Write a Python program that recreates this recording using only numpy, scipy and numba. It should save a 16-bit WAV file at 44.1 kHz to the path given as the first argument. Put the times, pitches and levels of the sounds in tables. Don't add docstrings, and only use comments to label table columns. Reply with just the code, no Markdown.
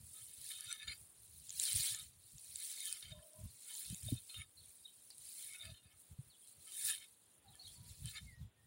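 import sys
import numpy as np
from scipy import signal
from scipy.fft import rfft, irfft
from scipy.io import wavfile
from scipy.ndimage import uniform_filter1d
from numba import njit

SR = 44100
rng = np.random.default_rng(int(sys.argv[2]) if len(sys.argv) > 2 else 0)


def pcm_store(signal):
    levels = np.round(np.clip(np.atleast_2d(signal), -1, 1) * 32767)
    wavfile.write(sys.argv[1], SR, levels.astype(np.int16).T)


N = 381906
T = np.arange(N) / SR

# (frequency [Hz], relative level [dB])
CHAFF_EQ = [(3500, -26), (4600, -19.5), (5900, -17), (7300, -9), (9400, 4.5), (11500, -6), (13500, -14.5),
            (15500, -1.5)]
STALK_EQ = [(450, -27), (900, -24.5), (1300, -22), (2200, -7.5), (3000, -6.5), (4100, 3.5), (5000, -2.5),
            (6200, -5), (7500, 2.5), (9000, -30.5)]
# (time [s], hold [s], level [dB], rise [dB/s], fall [dB/s], stalks against chaff [dB])
RUSTLES = [(0.21, 0.0078, -60.5, 36, 74, -11), (0.53, 0.13, -52.5, 71, 150, -7),
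           (1.622, 0.24, -41, 141, 111, -5), (2.7, .18, -47, 44.5, 87, -6),
           (3.78, 0.063, -47, 72.5, 96, -7), (4.11, 0.0067, -52.5, 55, 127, -7.5),
           (5.39, 0.15, -56.5, 24, 97, -9.5), (6.49, 0.011, -63, 41, 46, -10.5),
           (6.812, 0.077, -43, 115, 182, -8.5), (7.73, 0.017, -60, 62, 200, -7),
           (7.91, 0.027, -63, 71, 38, -2), (8.06, 0.026, -57, 204, 80, -7)]
# (time [s], level [dB])
CHAFF_DRIFT = [(0.0, -61), (0.4, -60.5), (0.75, -62.5), (0.96, -61.5), (1.1, -67.5), (1.45, -60.5),
               (2.1, -69), (2.4, -64), (3.2, -65.5), (4.38, -58.5), (4.46, -69.5), (4.6, -65.5), (5.6, -61),
               (5.8, -77.5), (6.0, -66), (6.3, -76), (7.05, -64), (7.24, -68), (7.6, -73.5), (8.2, -82),
               (8.45, -86), (8.66, -78)]


def straw(drift_stalks_db=-11.5, clump_db=1.5, clumps_per_s=14):
    drift = curve(CHAFF_DRIFT) ** 2
    surges = [(swell(*shape), undb(stalks_db) ** 2) for *shape, stalks_db in RUSTLES]
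    chaff_power = drift + sum(power for power, _ in surges)
    stalk_power = drift * undb(drift_stalks_db) ** 2 + sum(power * share for power, share in surges)
    chaff = rattle(CHAFF_EQ, tumble_s=.008, cycles=1.18, spread_db=2.5, hit_db=2.0, pieces=30000)
    chaff *= np.sqrt(chaff_power) * undb(0.92 * walk(30))
    stalks = rattle(STALK_EQ, tumble_s=.02, cycles=3.8, spread_db=1.5, hit_db=1.0, pieces=20000)
    stalks *= np.sqrt(stalk_power) * undb(0.8 * walk(30))
    return undb(clump_db * walk(clumps_per_s)) * (chaff + stalks)


def rattle(eq, tumble_s, cycles, spread_db, hit_db, pieces, knocks=5):
    low, high = eq[0][0], eq[-1][0]
    register, bulk, arrival = rng.random((pieces, 3)).T
    offset, force, polarity = rng.random((pieces, knocks, 3)).T
    pitch = low * (high / low) ** register
    size = pitch ** 2 * undb(-spread_db * np.log(bulk + .002))
    at = (arrival * N + tumble_s * SR * (offset - .5)).clip(0).astype(np.int64)
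    hits = size * undb(-hit_db * np.log(force + .002)) * np.sign(polarity - .5)
    return colour(grains(at.ravel(), np.tile(pitch, knocks), cycles, hits.ravel()), eq)


@njit
def grains(at, hz, cycles, size):
    out = np.zeros(N)
    for k in range(len(at)):
        pole = np.exp((2j * np.pi - 1 / cycles) * hz[k] / SR)
        decay, ring = size[k] + 0j, 0j
        for i in range(at[k], min(at[k] + int(6 * cycles / hz[k] * SR), N)):
            decay *= pole
            ring = ring * pole + decay
            out[i] += ring.imag
    return out


# (time [s], level [dB], pitch [Hz])
STALK_SNAPS = [(0.137, -42, 9420), (0.3127, -43, 9650), (0.415, -40, 9500), (0.4908, -35, 11000),
               (0.608, -29, 10400), (0.7275, -24.5, 8730), (1.233, -46, 10700), (1.3997, -46, 8950),
               (1.4941, -33.5, 7100), (1.505, -32, 6800), (1.5266, -37, 9000), (1.5569, -49, 8500),
               (1.5985, -19.5, 7500), (1.638, -21, 9000), (1.6538, -22, 9400), (1.731, -23.5, 8500),
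               (1.7614, -20.5, 9000), (1.947, -29, 7080), (1.9893, -37, 8890), (2.3825, -42.5, 6900),
               (2.5585, -27.5, 8100), (2.6224, -46, 9510), (2.7616, -40, 10700), (2.805, -31, 9260),
               (2.8557, -29, 9400), (2.9269, -23, 8900), (3.3334, -46, 9150), (3.7521, -35.5, 7140),
               (3.901, -32, 9360), (3.946, -35, 7070), (4.055, -42, 10000), (4.1046, -36, 9700),
               (4.2316, -51, 9280), (5.1032, -40, 8900), (5.1821, -40.5, 8600), (5.2536, -43, 8950),
               (5.535, -37, 9880), (5.5916, -44, 9800), (5.654, -39, 9300), (6.4746, -45, 8240),
               (6.6787, -43, 9850), (6.7207, -36, 9550), (6.796, -44, 9300), (6.8516, -24, 9410),
               (6.8993, -29, 7250), (6.95, -32.5, 9600), (7.5546, -44.5, 9600), (8.0574, -31.5, 9300)]


def snaps():
    out = np.zeros(N)
    for when, db, hz in STALK_SNAPS:
        add_ring(out, when, db - 0.5, hz, cycles=2.2)
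        add_ring(out, when, db - 13, 0.509 * hz, cycles=1.16)
    return out


# (frequency [Hz], nominal width [Hz], relative level [dB])
TINE_MODES = [(1276.6, 23, -13.5), (1425, 51, -13), (1746, 42, -4.5), (2202, 76, -1.5), (2552, 51, -5),
              (2834, 27, -14.5), (3112, 77, 3), (3677, 83, 6.5), (4170, 30, -3), (4684, 80, -4.5),
              (5280, 49, -13), (6030, 49, -12.5), (6920, 48, -10.5), (7310, 49, -13), (7400, 66, -12.5),
              (7670, 51, -11), (9640, 350, -1)]
# (time [s], hold [s], level [dB])
FORK_DRAGS = [(0.145, 0.075, -64), (0.3, 0.15, -71.5), (0.51, 0.184, -55), (0.712, 0.047, -45),
              (0.79, 0.024, -53.5), (0.825, 0.028, -47.5), (0.877, 0.046, -46), (1.66, .17, -55.5),
              (1.839, .16, -51), (2.56, .22, -65), (2.8, .17, -54.5), (3.027, 0.089, -53.5),
              (3.15, 0.068, -69), (3.66, .26, -60), (4.03, 0.15, -62), (4.3, 0.035, -57.5),
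              (4.345, 0.079, -54), (5.38, 0.091, -66.5), (5.49, 0.094, -61.5), (5.601, 0.11, -53.5),
              (5.74, 0.04, -64.5), (5.83, 0.13, -71.5), (6.677, 0.012, -54.5), (6.73, 0.14, -59),
              (6.86, 0.091, -49), (7.01, 0.026, -59.5), (8.06, 0.059, -57.5), (8.14, 0.042, -48)]


def fork_scrape(bite_db_s=902, lift_db_s=496, grit_per_s=4000):
    gain = np.sqrt(sum(swell(*row, bite_db_s, lift_db_s) for row in FORK_DRAGS))
    slips = rng.random(N) < grit_per_s / SR
    grit = slips * undb(1.1 * rng.exponential(size=N)) * rng.standard_normal(N)
    grit *= undb(2.85 * walk(45))
    drag = np.zeros(N)
    for hz, width, db in TINE_MODES:
        mode = bandpass(bandpass(grit, hz, 2.05 * width), hz, 2.35 * width)
        drag += undb(db + 5.1 * walk(30)) * unit(mode)
    return gain * unit(drag)


# (time [s], strength [dB], favoured pitch [Hz])
STONE_HITS = [(0.5166, -38, 3960), (0.706, -41, 3930), (0.7218, -36, 3040), (0.7544, -42, 3750),
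              (0.7947, -52, 3640), (0.8273, -42, 3660), (0.8789, -30, 3640), (0.9098, -35.5, 3750),
              (1.8994, -39, 3760), (1.9494, -36, 3750), (2.0368, -48, 3000), (2.7798, -38, 4220),
              (2.958, -47, 3570), (3.025, -35, 3750), (3.0544, -62, 3770), (3.119, -40, 3680),
              (3.1894, -47, 1760), (3.2257, -54, 3220), (4.2954, -39, 4200), (4.342, -38, 3070),
              (4.3644, -45, 3750), (4.3994, -58, 3120), (5.103, -36.5, 4750), (5.55, -41.5, 2540),
              (5.6528, -34, 3670), (5.6944, -44, 3650), (5.744, -42, 3560), (5.7823, -51, 2870),
              (6.8983, -33, 2800), (6.9213, -39, 3700), (6.977, -37.5, 3690), (7.02, -48, 4160),
              (7.5465, -47, 1800), (8.0795, -36, 3660), (8.1599, -36, 4000), (8.1778, -37, 1750)]


def stone_catches(rolloff_db_octave=52, grind_s=.005):
    out = np.zeros(N)
    hz, width, mode_db = np.transpose(TINE_MODES)
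    t = np.arange(int(.06 * SR)) / SR
    modes = np.exp(-np.pi * .6 * np.outer(width, t)) * np.sin(2 * np.pi * np.outer(hz, t))
    for when, db, favoured_hz in STONE_HITS:
        off_pitch_db = rolloff_db_octave * np.abs(np.log2(hz / favoured_hz))
        shares = undb(db - 2.5 + 0.4 * mode_db - off_pitch_db + 2.0 * rng.standard_normal(len(hz)))
        grind = np.exp(-t[:600] / grind_s) * rng.standard_normal(600)
        clink = signal.fftconvolve(shares @ modes, grind / np.linalg.norm(grind))
        at = int(when * SR)
        out[at:at + len(t)] += clink[:len(t)] / 3
    return out


# (frequency [Hz], relative level [dB])
WIND_EQ = [(25, -34.5), (45, -4.5), (70, 5.5), (110, 6), (160, -3.5), (230, -12.5), (330, -42)]
# (time [s], level [dB])
BREEZE_BED = [(0.0, -74.5), (0.55, -80.5), (0.9, -74), (1.6, -69), (1.95, -70.5), (2.4, -73.5), (2.75, -81),
              (3.8, -85), (4.0, -64), (4.2, -61), (4.3, -82), (4.6, -78), (5.4, -85), (5.9, -80),
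              (6.4, -83.5), (7.4, -80), (7.9, -69), (8.66, -70)]
# (time [s], hold [s], level [dB])
WIND_GUSTS = [(0.0, 0.0033, -47), (0.29, 0.0068, -73), (0.38, 0.011, -64), (0.86, 0.031, -57.5),
              (1.03, 0.0063, -63.5), (1.35, 0.071, -59.5), (1.76, 0.047, -53), (2.35, .01, -60),
              (2.511, 0.031, -55.5), (3.09, 0.091, -50), (3.399, 0.062, -51), (3.79, .005, -75),
              (3.926, 0.0068, -47.5), (4.05, 0.14, -51), (4.385, 0.012, -52), (5.69, 0.048, -52),
              (5.859, 0.01, -60), (6.12, 0.0076, -53), (6.2, 0.0059, -54), (6.269, 0.0038, -52),
              (6.85, 0.0092, -69), (7.48, 0.082, -62.5), (7.72, .005, -60.5), (7.78, 0.055, -57.5),
              (7.91, 0.037, -54), (8.02, 0.042, -48.5), (8.21, 0.061, -51.5), (8.32, 0.043, -46.5),
              (8.42, 0.058, -54)]
# (time [s], level [dB], pitch [Hz])
AIR_THUMPS = [(3.908, -40.5, 122), (3.928, -40.5, 178), (4.086, -51, 617), (4.123, -32.5, 261),
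              (4.126, -31, 114), (6.192, -40.5, 129)]


def wind(rise_db_s=412, fall_db_s=406):
    gusts = sum(swell(*row, rise_db_s, fall_db_s) for row in WIND_GUSTS)
    eddies = rng.standard_normal(N) * undb(6.2 * walk(30))
    out = np.sqrt(curve(BREEZE_BED) ** 2 + gusts) * colour(eddies, WIND_EQ)
    for when, db, hz in AIR_THUMPS:
        add_ring(out, when - .5 / hz, db, hz, cycles=.5 + hz / 500)
    return out


# (time [s], pitch [Hz], level [dB])
SPARROW_CALLS = [
    [(4.565, 4400, -66), (4.582, 4050, -61), (4.598, 4500, -62), (4.606, 4000, -62), (4.616, 3150, -72.5),
     (4.634, 4400, -71), (4.642, 3350, -73), (4.66, 3300, -78)],
    [(4.825, 4500, -67), (4.84, 5100, -64), (4.846, 3700, -61), (4.858, 3650, -49.5), (4.868, 4100, -70),
     (4.876, 3100, -67), (4.905, 3150, -79)],
    [(6.29, 4500, -78), (6.302, 4450, -67), (6.354, 3050, -67), (6.376, 4560, -90), (6.426, 3261, -67.5),
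     (6.47, 3300, -79)],
    [(7.46, 4405, -86), (7.484, 4000, -65), (7.514, 4040, -78), (7.542, 3130, -70), (7.57, 3200, -79)],
    [(7.592, 4400, -38), (7.608, 4050, -61), (7.624, 4550, -60), (7.636, 3850, -69), (7.654, 3800, -58),
     (7.666, 4500, -60), (7.677, 3250, -60), (7.7, 3500, -71), (7.72, 4400, -74), (7.78, 4420, -64)],
    [(8.38, 4300, -82), (8.386, 4070, -73.5), (8.436, 3356, -81), (8.45, 2945, -93)],
]
WHISTLE_CALLS = [
    [(8.23, 2160, -84), (8.25, 2224, -77), (8.288, 2125, -64.5), (8.33, 1916, -70), (8.398, 1860, -82),
     (8.41, 1810, -91)],
    [(8.54, 1830, -99), (8.592, 1845, -80), (8.626, 1810, -82), (8.652, 1970, -89), (8.66, 1904, -87)],
]


def bird(calls, warble, warble_hz, flutter_db):
    out = np.zeros(N)
    for rows in calls:
        span, gain, (hz,) = contour(rows)
        shake = warble * (np.sin(2 * np.pi * warble_hz * T[span]) + .5 * walk(300, len(hz)))
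        flutter = undb(flutter_db * (walk(101, len(hz)).clip(max=1) - 0.5))
        phase = 2 * np.pi * np.cumsum(hz * (1 + shake)) / SR
        out[span] += gain * flutter * np.sqrt(2) * np.sin(phase)
    return out


# (start [s], end [s], pitch [Hz], level [dB])
HOOT_NOTES = [(3.099, 3.426, 620, -67), (3.146, 3.219, 1014, -74), (3.337, 3.47, 1000, -78.5),
              (3.705, 3.772, 947, -75.5), (5.598, 5.732, 628, -74), (7.444, 7.519, 784, -71.5),
              (7.585, 7.632, 737, -77), (7.741, 7.891, 971, -81)]


def hoots(breath_width_hz=54.0):
    out = np.zeros(N)
    for start, end, hz, db in HOOT_NOTES:
        span, gain, _ = contour([(start, db), (end, db)])
        size = len(gain)
        breath = bandpass(rng.standard_normal(size), hz, breath_width_hz)
        breath = unit(bandpass(breath, hz, breath_width_hz))
        phase = 2 * np.pi * np.cumsum(hz * (1 + 0.0146 * walk(40.1, size))) / SR
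        out[span] += gain * undb(2.9 * walk(37.7, size)) * (np.sin(phase) + 0.65 * breath)
    return out


def hillside(x, t60_s, wet_db):
    t = np.arange(int(.3 * SR)) / SR
    tail = rng.standard_normal(len(t)) * undb(-60 * t / t60_s)
    return x + undb(wet_db) * signal.oaconvolve(x, tail / np.linalg.norm(tail))[:N]


# (frequency [Hz], relative level [dB])
AIR_EQ = [(120, -5.5), (200, -6), (300, -6.5), (500, -8.5), (1000, -12.5), (2300, -15), (3600, -13),
          (6000, -45), (9600, -23.5), (13400, -31.5), (15800, -22)]


def open_air(level_db=-78.5):
    return undb(level_db + 1.1 * walk(6.3)) * colour(rng.standard_normal(N), AIR_EQ)


def undb(db):
    return 10 ** (np.asarray(db) / 20)


def unit(x):
    return x / np.sqrt(np.mean(x ** 2))


def curve(rows):
    return undb(np.interp(T, *np.transpose(rows)))


def swell(when, hold_s, db, rise_db_s, fall_db_s):
    return undb(db - rise_db_s * (when - T).clip(0) - fall_db_s * (T - when - hold_s).clip(0)) ** 2


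def contour(rows):
    times, *columns = np.transpose(rows)
    span = slice(int(times[0] * SR), min(int(times[-1] * SR), N))
    *others, db = (np.interp(T[span], times, column) for column in columns)
    return span, undb(db) * signal.windows.tukey(len(db), .15), others


def walk(rate, size=N):
    hold = max(int(SR / rate), 1)
    steps = np.repeat(rng.standard_normal(size // hold + 1), hold)
    return 1.5 * uniform_filter1d(uniform_filter1d(steps, hold), hold)[:size]


def add_ring(out, when, db, hz, cycles):
    t = np.arange(int(5 * cycles / hz * SR)) / SR
    age = t * hz / cycles
    wave = undb(db) * age * np.exp(1 - age) * np.sin(2 * np.pi * hz * t)
    at = int(when * SR)
    out[at:at + len(t)] += wave[:len(out) - at]


@njit
def bandpass(x, hz, width):
    y, band, low = np.empty(len(x)), 0., 0.
    g, damping = np.tan(np.pi * hz / SR), width / hz
    for i in range(len(x)):
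        v = (band + g * (x[i] - low)) / (1 + g * (g + damping))
        band, low, y[i] = 2 * v - band, low + 2 * g * v, damping * v
    return y


def colour(x, eq):
    hz, db = np.transpose(eq)
    bins = np.fft.rfftfreq(4096, 1 / SR)
    gain_db = np.interp(np.log(bins + 1), np.log(hz), db, left=-60)
    cepstrum = irfft(gain_db * np.log(10) / 20)
    cepstrum[1:2048] *= 2
    cepstrum[2049:] = 0
    impulse = irfft(np.exp(rfft(cepstrum)))
    return unit(signal.oaconvolve(x, impulse)[:N])


def scene():
    air = open_air()
    sparrows = bird(SPARROW_CALLS, warble=0.026, warble_hz=90, flutter_db=3.5)
    whistle = bird(WHISTLE_CALLS, warble=0.0059, warble_hz=29.7, flutter_db=-0.5)
    near = straw() + snaps() + fork_scrape() + stone_catches() + wind()
    far = hillside(sparrows + whistle + hoots(), t60_s=0.2, wet_db=-5.5)
    mono = near + far + air
    return np.array([mono, mono])


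def record(dry):
    cutoff_hz = 15830
    return signal.sosfilt(signal.ellip(12, .3, 80, cutoff_hz, fs=SR, output="sos"), dry)


dry = scene()
out = record(dry)
pcm_store(out)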